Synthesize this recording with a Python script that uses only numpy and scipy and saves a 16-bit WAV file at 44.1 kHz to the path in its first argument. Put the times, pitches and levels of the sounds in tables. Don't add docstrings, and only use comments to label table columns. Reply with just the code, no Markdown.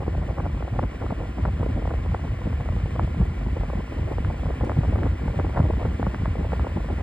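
import sys
import numpy as np
from scipy import signal
from scipy.fft import rfft, irfft, next_fast_len
from scipy.io import wavfile
from scipy.ndimage import uniform_filter1d

SR = 44100
rng = np.random.default_rng(int(sys.argv[2]) if len(sys.argv) > 2 else 0)


def store_pcm(level_fs):
    pcm = np.round(np.clip(level_fs, -1, 1) * 32767).astype(np.int16)
    wavfile.write(sys.argv[1], SR, np.atleast_2d(pcm).T)


N = 309582
TIME = np.arange(N) / SR


def from_db(db):
    return 10 ** (np.asarray(db) / 20)


def rms_one(x):
    return x / np.sqrt(np.mean(x ** 2) + 1e-20)


def in_time(points):
    start_s, values = np.transpose(points)
    return np.interp(TIME, start_s, values)


def at_hz(points, hz):
    known_hz, values = np.transpose(points)
    return np.interp(np.log(np.maximum(hz, 1)), np.log(known_hz), values)


def filtered(x, response):
    size = next_fast_len(N + SR // 2)
    hz = np.arange(size // 2 + 1) * SR / size
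    return irfft(rfft(x, size) * response(hz), size)[:N]


def noise(spectrum):
    white = rng.standard_normal(N) * np.sqrt(SR / 2)
    return filtered(white, lambda hz: from_db(at_hz(spectrum, hz)))


def drift(rate_hz):
    return rms_one(filtered(rng.standard_normal(N), lambda hz: 1 / (1 + (hz / rate_hz) ** 2)))


def lumps(rate_hz):
    swings = filtered(rng.standard_normal(N), lambda hz: hz / (rate_hz ** 2 + hz ** 2) / (rate_hz + hz))
    return rms_one(np.tanh(rms_one(swings)))


def evened(x, span_s):
    width = max(int(span_s * SR), 2)
    power = uniform_filter1d(uniform_filter1d(x ** 2, width), width)
    return x / np.sqrt(np.abs(power) + 1e-4 * np.mean(x ** 2))


def swells(rows):
    power = np.zeros(N)
    for centre_s, level_db, width_s in rows:
        first = max(int((centre_s - 6 * width_s) * SR), 0)
        last = max(int((centre_s + 6 * width_s) * SR), 0)
        near = slice(first, last)
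        power[near] += from_db(level_db) ** 2 * np.exp(-.5 * ((TIME[near] - centre_s) / width_s) ** 2)
    return np.sqrt(power)


# frequency_hz, density_db_per_hz (shape only: rms is evened)
RUMBLE_SPECTRUM = [(12, -48), (22, -26.5), (35, -12), (48, 2), (60, -0.5), (85, 0.5), (115, -9.5),
                   (160, -12.5), (230, -28.5), (400, -36), (900, -92)]


def rumble(level_db, gust_db, lumpy_db, lumps_per_s, span_s):
    steady = from_db(push_db() + lulls_db() + level_db + lumpy_db * lumps(lumps_per_s))
    heaves = from_db(gust_db) * gusts(level_column=1)
    return np.hypot(steady, heaves) * evened(noise(RUMBLE_SPECTRUM), span_s)


# start_s, rumble_db
PUSH_CURVE = [(0, -27.5), (0.85, -27), (0.93, -33), (1.08, -29), (1.27, -28), (1.35, -37), (1.45, -26),
              (2.1, -24), (2.38, -28.5), (2.55, -27.5), (3.75, -26.5), (3.87, -35), (4.0, -26.5),
              (4.45, -24), (4.57, -31), (4.9, -23), (5.13, -25.5), (5.2, -30.5), (5.28, -24.5), (5.75, -25),
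              (6.14, -33), (6.22, -27.5), (7.02, -27)]


def push_db():
    return in_time(PUSH_CURVE)


def push_swing_db():
    push = push_db()
    return push - push.mean()


# centre_s, change_db
BRIEF_LULLS = [(0.35, -13.5), (0.62, -2), (0.69, -20), (2.19, -6.5), (2.39, -3), (2.89, -13), (2.97, -2),
               (3.26, -6), (3.70, -6), (3.82, -4), (4.1, -7.5), (4.15, -3), (4.42, -6), (5.35, -13),
               (5.55, 1.5), (6.13, -6), (6.52, -3), (6.665, -7)]
LULL_WIDTH_S = 0.015


def lulls_db():
    return sum(change_db * np.exp(-.5 * ((TIME - centre_s) / LULL_WIDTH_S) ** 2)
               for centre_s, change_db in BRIEF_LULLS)


# centre_s, rumble_db, turbulence_db
STRONG_GUSTS = [(0.134, -24, -51), (0.184, -21, -44), (0.452, -21.5, -35.5), (0.731, -23, -52),
                (0.807, -24, -31.5), (1.393, -30, -25.5), (1.486, -19, -28), (1.615, -19, -31),
                (1.7, -27, -23), (1.864, -26.5, -42), (2.467, -37, -19), (2.713, -18.5, -32),
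                (2.771, -18, -59), (2.844, -20, -41), (3.007, -26, -24.5), (3.034, -17.5, -24),
                (3.217, -12.5, -21), (3.468, -22, -43), (3.612, -20, -29), (3.778, -24, -19.5),
                (3.994, -24, -27.5), (4.186, -27, -35), (4.265, -40, -29), (4.472, -20, -40),
                (4.627, -19.5, -24), (4.787, -19.5, -21), (4.907, -26, -25), (4.995, -21, -22),
                (5.262, -30, -23), (5.397, -20, -34), (5.606, -28, -21), (5.634, -23, -45),
                (5.762, -21, -34), (5.866, -17, -23.5), (6.032, -21, -24.5), (6.072, -18, -27),
                (6.199, -24, -43), (6.305, -17.5, -52), (6.408, -19, -26), (6.618, -18, -44),
                (6.773, -44, -23)]
GUST_WIDTH_S = 0.011


def gusts(level_column):
    return swells([(row[0], row[level_column], GUST_WIDTH_S) for row in STRONG_GUSTS])


TURBULENCE_DB, TURBULENCE_RISE_DB_PER_S = -35, 0.5
TURBULENCE_FOLLOWS = 0.35


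def stir(gust_db, lumpy_db, lumps_per_s):
    trend_db = TURBULENCE_DB + TURBULENCE_FOLLOWS * (push_swing_db() + lulls_db())
    trend_db = trend_db + TURBULENCE_RISE_DB_PER_S * (TIME - TIME.mean())
    steady = from_db(trend_db + lumpy_db * lumps(lumps_per_s))
    return np.hypot(steady, from_db(gust_db) * gusts(level_column=2))


def eddy_shape(hz, pitch_hz):
    ratio = (hz / pitch_hz) ** 2
    return ratio * np.exp(-ratio)


# pitch_hz, turbulence_gain_db, puff_gain_db
EDDY_SIZES = [(171.4, -5.5, -14.5), (269.4, -14, -4), (424, -24, -1), (603.6, -24, 0.5),
              (937, -35.5, -12.5), (1330, -49.5, -33)]
PUFF_MIDDLE_HZ = 667


def flutter(turbulence, puffs, eddies_per_cycle, span_cycles, ripple_db, ripple_hz, ripple_span_s):
    out = np.zeros(N)
    crackle = evened(from_db(ripple_db * drift(ripple_hz)), ripple_span_s)
    for pitch_hz, turbulence_gain_db, puff_gain_db in EDDY_SIZES:
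        octaves = max(np.log2(pitch_hz / PUFF_MIDDLE_HZ), -1)
        tilted = [(s, db + tilt_db * octaves, width_s) for s, db, width_s, tilt_db in puffs]
        puffed = from_db(puff_gain_db) * crackle * swells(tilted)
        steady = from_db(turbulence_gain_db) * turbulence
        arrives = rng.random(N) < eddies_per_cycle * pitch_hz / SR
        swings = filtered(arrives * rng.standard_normal(N), lambda hz: eddy_shape(hz, pitch_hz))
        out += np.hypot(steady, puffed) * evened(swings, span_cycles / pitch_hz)
    return out


# centre_s, level_db, width_s, tilt_db_per_octave
STRONG_PUFFS = [(0.019, -37.5, 0.0099, -3.5), (0.081, -32.5, 0.0022, -9), (0.151, -31.5, 0.0023, 1),
                (0.18, -31, 0.0016, -2), (0.232, -37.5, 0.0084, 1.5), (0.295, -32, 0.0072, 6),
                (0.38, -34, 0.0045, 0), (0.403, -28.5, 0.0029, 13), (0.46, -33.5, 0.0078, 5),
                (0.577, -38.5, 0.0036, 1), (0.629, -34, 0.0029, 4), (0.68, -35.5, 0.0043, 5),
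                (0.739, -33, 0.0019, 12), (0.762, -38, 0.0071, 3), (0.792, -21, 0.0011, 11.5),
                (0.836, -37, 0.0068, -9), (1.022, -32, 0.0053, 9), (1.04, -38, 0.0046, -9),
                (1.065, -32.5, 0.0022, 18), (1.109, -31.5, 0.0024, 8), (1.125, -32.5, 0.0029, -11.5),
                (1.211, -35, 0.01, 1), (1.383, -34, 0.0038, 3), (1.455, -20, 0.0019, 11),
                (1.473, -38.5, 0.0031, 0), (1.489, -28.5, 0.0019, 11), (1.608, -40, 0.008, -13),
                (1.631, -30, 0.0024, -2), (1.663, -31, 0.0014, -5.5), (1.777, -45, 0.0111, -18.5),
                (1.825, -40, 0.0051, -8), (1.855, -31, 0.0019, 3), (1.909, -29.5, 0.0025, 15),
                (1.94, -31, 0.0017, 3), (2.148, -28.5, 0.0019, -8.5), (2.25, -40, 0.0048, -6.0),
                (2.418, -40.5, 0.002, -13), (2.467, -37, 0.0016, -4), (2.531, -34.5, 0.002, 5),
                (2.607, -38, 0.0063, 0), (2.96, -29, 0.0026, 6), (2.997, -26.5, 0.0025, 17),
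                (3.194, -30.5, 0.0011, -16), (3.217, -33, 0.0033, -5), (3.568, -37.5, 0.0055, -8.5),
                (3.701, -32, 0.0027, 1.5), (3.734, -31, 0.0022, 0), (3.806, -34, 0.0013, -3.0),
                (3.925, -39, 0.0036, -3), (3.985, -42, 0.006, -4), (4.081, -40.0, 0.0062, -10.5),
                (4.121, -34.5, 0.0078, -6), (4.305, -32.5, 0.0041, 3), (4.458, -34, 0.0026, -10.5),
                (4.489, -33.0, 0.0029, 0.0), (4.506, -35.5, 0.003, -13), (4.613, -29.5, 0.0031, 13),
                (4.638, -31.0, 0.0031, -4), (4.673, -41, 0.0055, -15), (4.704, -35.5, 0.0081, -7),
                (4.77, -33, 0.0016, -5), (4.837, -29, 0.0022, 12), (4.852, -34, 0.0028, -9.5),
                (4.884, -36, 0.0013, -6), (4.934, -33, 0.0039, -3.5), (4.959, -28, 0.0021, 8),
                (4.985, -36.5, 0.0015, -7), (5.029, -38, 0.0094, -12.5), (5.065, -30, 0.0059, -0.5),
                (5.282, -29.5, 0.0015, 9), (5.343, -38.5, 0.0037, -8), (5.401, -26, 0.0025, -4),
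                (5.448, -32.5, 0.0029, -5), (5.496, -33, 0.0012, -8.0), (5.557, -36, 0.0083, -4),
                (5.574, -24, 0.0057, 17), (5.654, -36, 0.0084, -7), (5.692, -37.0, 0.0018, -11.5),
                (5.706, -30, 0.0026, -12.5), (5.737, -34.0, 0.0016, -3.5), (5.811, -36, 0.0111, -4),
                (5.857, -25.5, 0.0025, -7), (6.0, -35.5, 0.0024, -11), (6.029, -19.5, 0.00076, 11),
                (6.067, -30.5, 0.0033, 10.0), (6.145, -38.5, 0.0043, -8.5), (6.259, -30.5, 0.0031, 12.5),
                (6.38, -37, 0.0034, -3.5), (6.434, -36.5, 0.0026, -4), (6.45, -33, 0.003, -3),
                (6.535, -28, 0.0024, 7), (6.648, -31.5, 0.0022, 2), (6.671, -31.5, 0.0032, 12),
                (6.774, -32.5, 0.0015, -9.5), (6.89, -33, 0.002, 14), (6.907, -33, 0.0043, -8),
                (7.003, -35, 0.0051, 1)]
PUFFS_PER_S, PUFF_JITTER_S = 26, 0.0151
WEAK_PUFF_DB, WEAK_PUFF_RANGE_DB = -38.5, 4.5
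PUFF_FOLLOWS = 0.56
WEAK_PUFF_WIDTH_S, WEAK_PUFF_TILT_DB_PER_OCTAVE = 0.0013, 5.5


def all_puffs():
    late, strength, brightness = rng.uniform(-1, 1, size=(400, 3)).T
    centre_s = np.arange(len(late)) / PUFFS_PER_S + PUFF_JITTER_S * late
    level_db = WEAK_PUFF_DB + WEAK_PUFF_RANGE_DB * strength
    level_db = level_db + PUFF_FOLLOWS * np.interp(centre_s, TIME, push_swing_db())
    width_s = np.full(len(centre_s), WEAK_PUFF_WIDTH_S)
    weak = zip(centre_s, level_db, width_s, WEAK_PUFF_TILT_DB_PER_OCTAVE * brightness)
    return list(STRONG_PUFFS) + list(weak)


# centre_s, level_db, pitch_hz
POP_EDDIES = [(0.3854, -18.5, 755), (0.4035, -28, 850), (0.4578, -23, 755), (0.6262, -21.8, 740),
              (0.7942, -13, 810), (0.8308, -23.5, 755), (0.8389, -22, 870), (1.1075, -24, 710),
              (1.4546, -26, 1120), (1.6095, -28, 740), (1.8766, -19.5, 636), (2.1475, -15, 816),
              (2.5305, -31, 900), (2.6898, -21.5, 755), (2.9957, -19, 1030), (3.6356, -21, 660),
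              (4.1845, -18.5, 656), (4.2485, -22.5, 1250), (4.6968, -16, 920), (4.719, -19.5, 804),
              (4.9585, -24, 900), (5.0338, -22, 1270), (5.0345, -20, 644), (5.0581, -28.5, 740),
              (5.2805, -23, 800), (5.3913, -19.5, 580), (5.3985, -17, 940), (5.5666, -26, 699),
              (5.5734, -15.5, 766), (5.5928, -16.5, 690), (5.6026, -19.5, 807), (5.6053, -19.5, 816),
              (5.708, -28.5, 734), (5.8524, -28, 816), (5.8565, -23.5, 970), (6.068, -17, 740),
              (6.1463, -20, 1296), (6.2579, -18.5, 1010), (6.5215, -23, 880), (6.5332, -20.5, 600),
              (6.5964, -20, 900), (6.67, -20.5, 680)]
# centre_s, level_db, pitch_hz
THUMP_EDDIES = [(1.4357, -10, 79), (2.5505, -10, 72), (3.2222, -14, 72), (4.7892, -7.5, 135),
                (4.9496, -9, 73), (5.1002, -13.5, 72), (5.6069, -9, 121), (5.6488, -12.5, 96.5)]


def single_eddies(rows, cycles, fall):
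    out = np.zeros(N)
    phases_rad = rng.uniform(0, 2 * np.pi, len(rows))
    for (centre_s, level_db, pitch_hz), phase_rad in zip(rows, phases_rad):
        near = slice(max(int((centre_s - 2 / pitch_hz) * SR), 0), int((centre_s + 10 / pitch_hz) * SR))
        stretch = 1 + fall * (TIME[near] - centre_s) * pitch_hz
        turns = np.log(np.maximum(stretch, 1e-6)) / fall
        bell = np.exp(-.5 * (turns / cycles) ** 2)
        out[near] += from_db(level_db) * bell * np.cos(2 * np.pi * turns + phase_rad)
    return out


def swirl(turbulence, level_db, centre_hz, width_hz):
    band = filtered(rng.standard_normal(N), lambda hz: np.exp(-((hz - centre_hz) / width_hz) ** 2))
    return from_db(level_db) * turbulence * rms_one(band) * np.array([[1], [-1]])


# frequency_hz, density_db_per_hz
WHOOSH_SPECTRUM = [(40, -70), (250, -72.5), (500, -74), (750, -80), (1020, -76.5), (1400, -81), (2100, -80),
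                   (2900, -85.5), (3800, -94.5), (5100, -98.5), (6500, -101), (9000, -105.3), (13500, -113),
                   (15700, -119)]
# start_s, gain_db
WHOOSH_SWELL = [(0, -1), (1.5, 0.2), (3, 0.5), (4.2, 1), (5, 1.2), (6, 1.5), (7.02, 1.5)]


def whoosh(chop, flicker_db, flicker_hz):
    level = from_db(in_time(WHOOSH_SWELL) + flicker_db * drift(flicker_hz))
    blade_pass = np.sin(2 * np.pi * HUM_TONES[0][0] * TIME)
    return level * noise(WHOOSH_SPECTRUM) * (1 + chop * blade_pass)


def wide_hiss(level_db, low_hz):
    hiss = filtered(noise(WHOOSH_SPECTRUM), lambda hz: hz ** 2 / (hz ** 2 + low_hz ** 2))
    return from_db(level_db) * hiss * np.array([[1], [-1]])


# frequency_hz, rms_db
HUM_TONES = [(59.2, -36), (260, -50), (349, -54)]


def hum(waver_rad, waver_hz):
    out = np.zeros(N)
    for frequency_hz, rms_db in HUM_TONES:
        phase_rad = 2 * np.pi * frequency_hz * TIME + waver_rad * drift(waver_hz)
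        out += from_db(rms_db) * np.sqrt(2) * np.sin(phase_rad)
    return out


# frequency_hz, gain_db against the direct sound
ROOM_COLOUR = [(120, -63.5), (400, -19.5), (850, -1), (1100, -7), (1500, -6), (2300, -12), (4000, -45),
               (13000, -49.5)]
ROOM_T60_S = 0.05


def room(x):
    age_s = TIME[:SR // 2]
    tails = rng.standard_normal((2, len(age_s))) * from_db(-60 * age_s / ROOM_T60_S)
    tails = tails / np.linalg.norm(tails, axis=1, keepdims=True)
    coloured = filtered(x, lambda hz: from_db(at_hz(ROOM_COLOUR, hz)))
    return np.array([signal.fftconvolve(coloured, tail)[:N] for tail in tails])


# start_s, nominal_peak_db
TICK_CONTACTS = [(4.6472, -42), (4.6476, -42), (4.6485, -46), (4.6511, -41)]
TICK_TAIL_DB, TICK_T60_S = -19, 0.014


def ticks():
    clicks = np.zeros(N)
    for start_s, peak_db in TICK_CONTACTS:
        clicks[round(start_s * SR)] = 2 * from_db(peak_db)
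    age_s = TIME[:SR // 20]
    tail = rng.standard_normal(len(age_s)) * from_db(TICK_TAIL_DB - 60 * age_s / TICK_T60_S)
    clicks = clicks + signal.fftconvolve(clicks, tail)[:N]
    band = signal.butter(1, [3000, 9000], "band", fs=SR, output="sos")
    return signal.sosfilt(band, clicks + 1e-18)


# frequency_hz, lead_rad
CHANNEL_LEAD = [(180, 0.0), (300, 0.07), (410, 1.7), (500, -0.47), (620, -0.83), (1000, -0.47),
                (1600, -0.39), (2000, 0.64), (2600, 2.22), (3800, 0.85), (5000, 1.24), (6000, 3.15),
                (10300, 9.41), (14200, 15.71)]


def stereo(x):
    def shifted(side):
        return filtered(x, lambda hz: np.exp(.5j * side * at_hz(CHANNEL_LEAD, hz)))
    return np.array([shifted(1), shifted(-1)])


def scene():
    turbulence = stir(gust_db=1.0, lumpy_db=6.0, lumps_per_s=15.0)
    wind = rumble(level_db=0.0, gust_db=-1.5, lumpy_db=3.0, lumps_per_s=12.6, span_s=0.03)
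    wind = wind + flutter(turbulence, all_puffs(), eddies_per_cycle=0.8, span_cycles=3.2,
                          ripple_db=2.5, ripple_hz=82, ripple_span_s=0.0048)
    wind = wind + from_db(-1.2) * single_eddies(POP_EDDIES, cycles=0.74, fall=0.63)
    wind = wind + from_db(-3.0) * single_eddies(THUMP_EDDIES, cycles=0.75, fall=0.21)
    machine = whoosh(chop=.02, flicker_db=0.58, flicker_hz=18) + hum(waver_rad=0.56, waver_hz=3.2)
    width = swirl(turbulence, level_db=-21.0, centre_hz=467, width_hz=56)
    width = width + wide_hiss(level_db=-13.5, low_hz=1800)
    soft_ends = np.minimum(np.minimum(TIME, TIME[-1] - TIME) / .004, 1)
    return stereo(soft_ends * (wind + machine)) + room(machine) + width + ticks()


LOW_CUT_HZ, CUTOFF_HZ = 29.3, 15700


def record(dry):
    lean = np.array([filtered(x, lambda hz: hz ** 4 / (hz ** 4 + LOW_CUT_HZ ** 4)) for x in dry])
    top_cut = signal.ellip(10, .1, 80, CUTOFF_HZ, fs=SR, output="sos")
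    return signal.sosfilt(top_cut, lean)


dry = scene()
out = record(dry)
store_pcm(out)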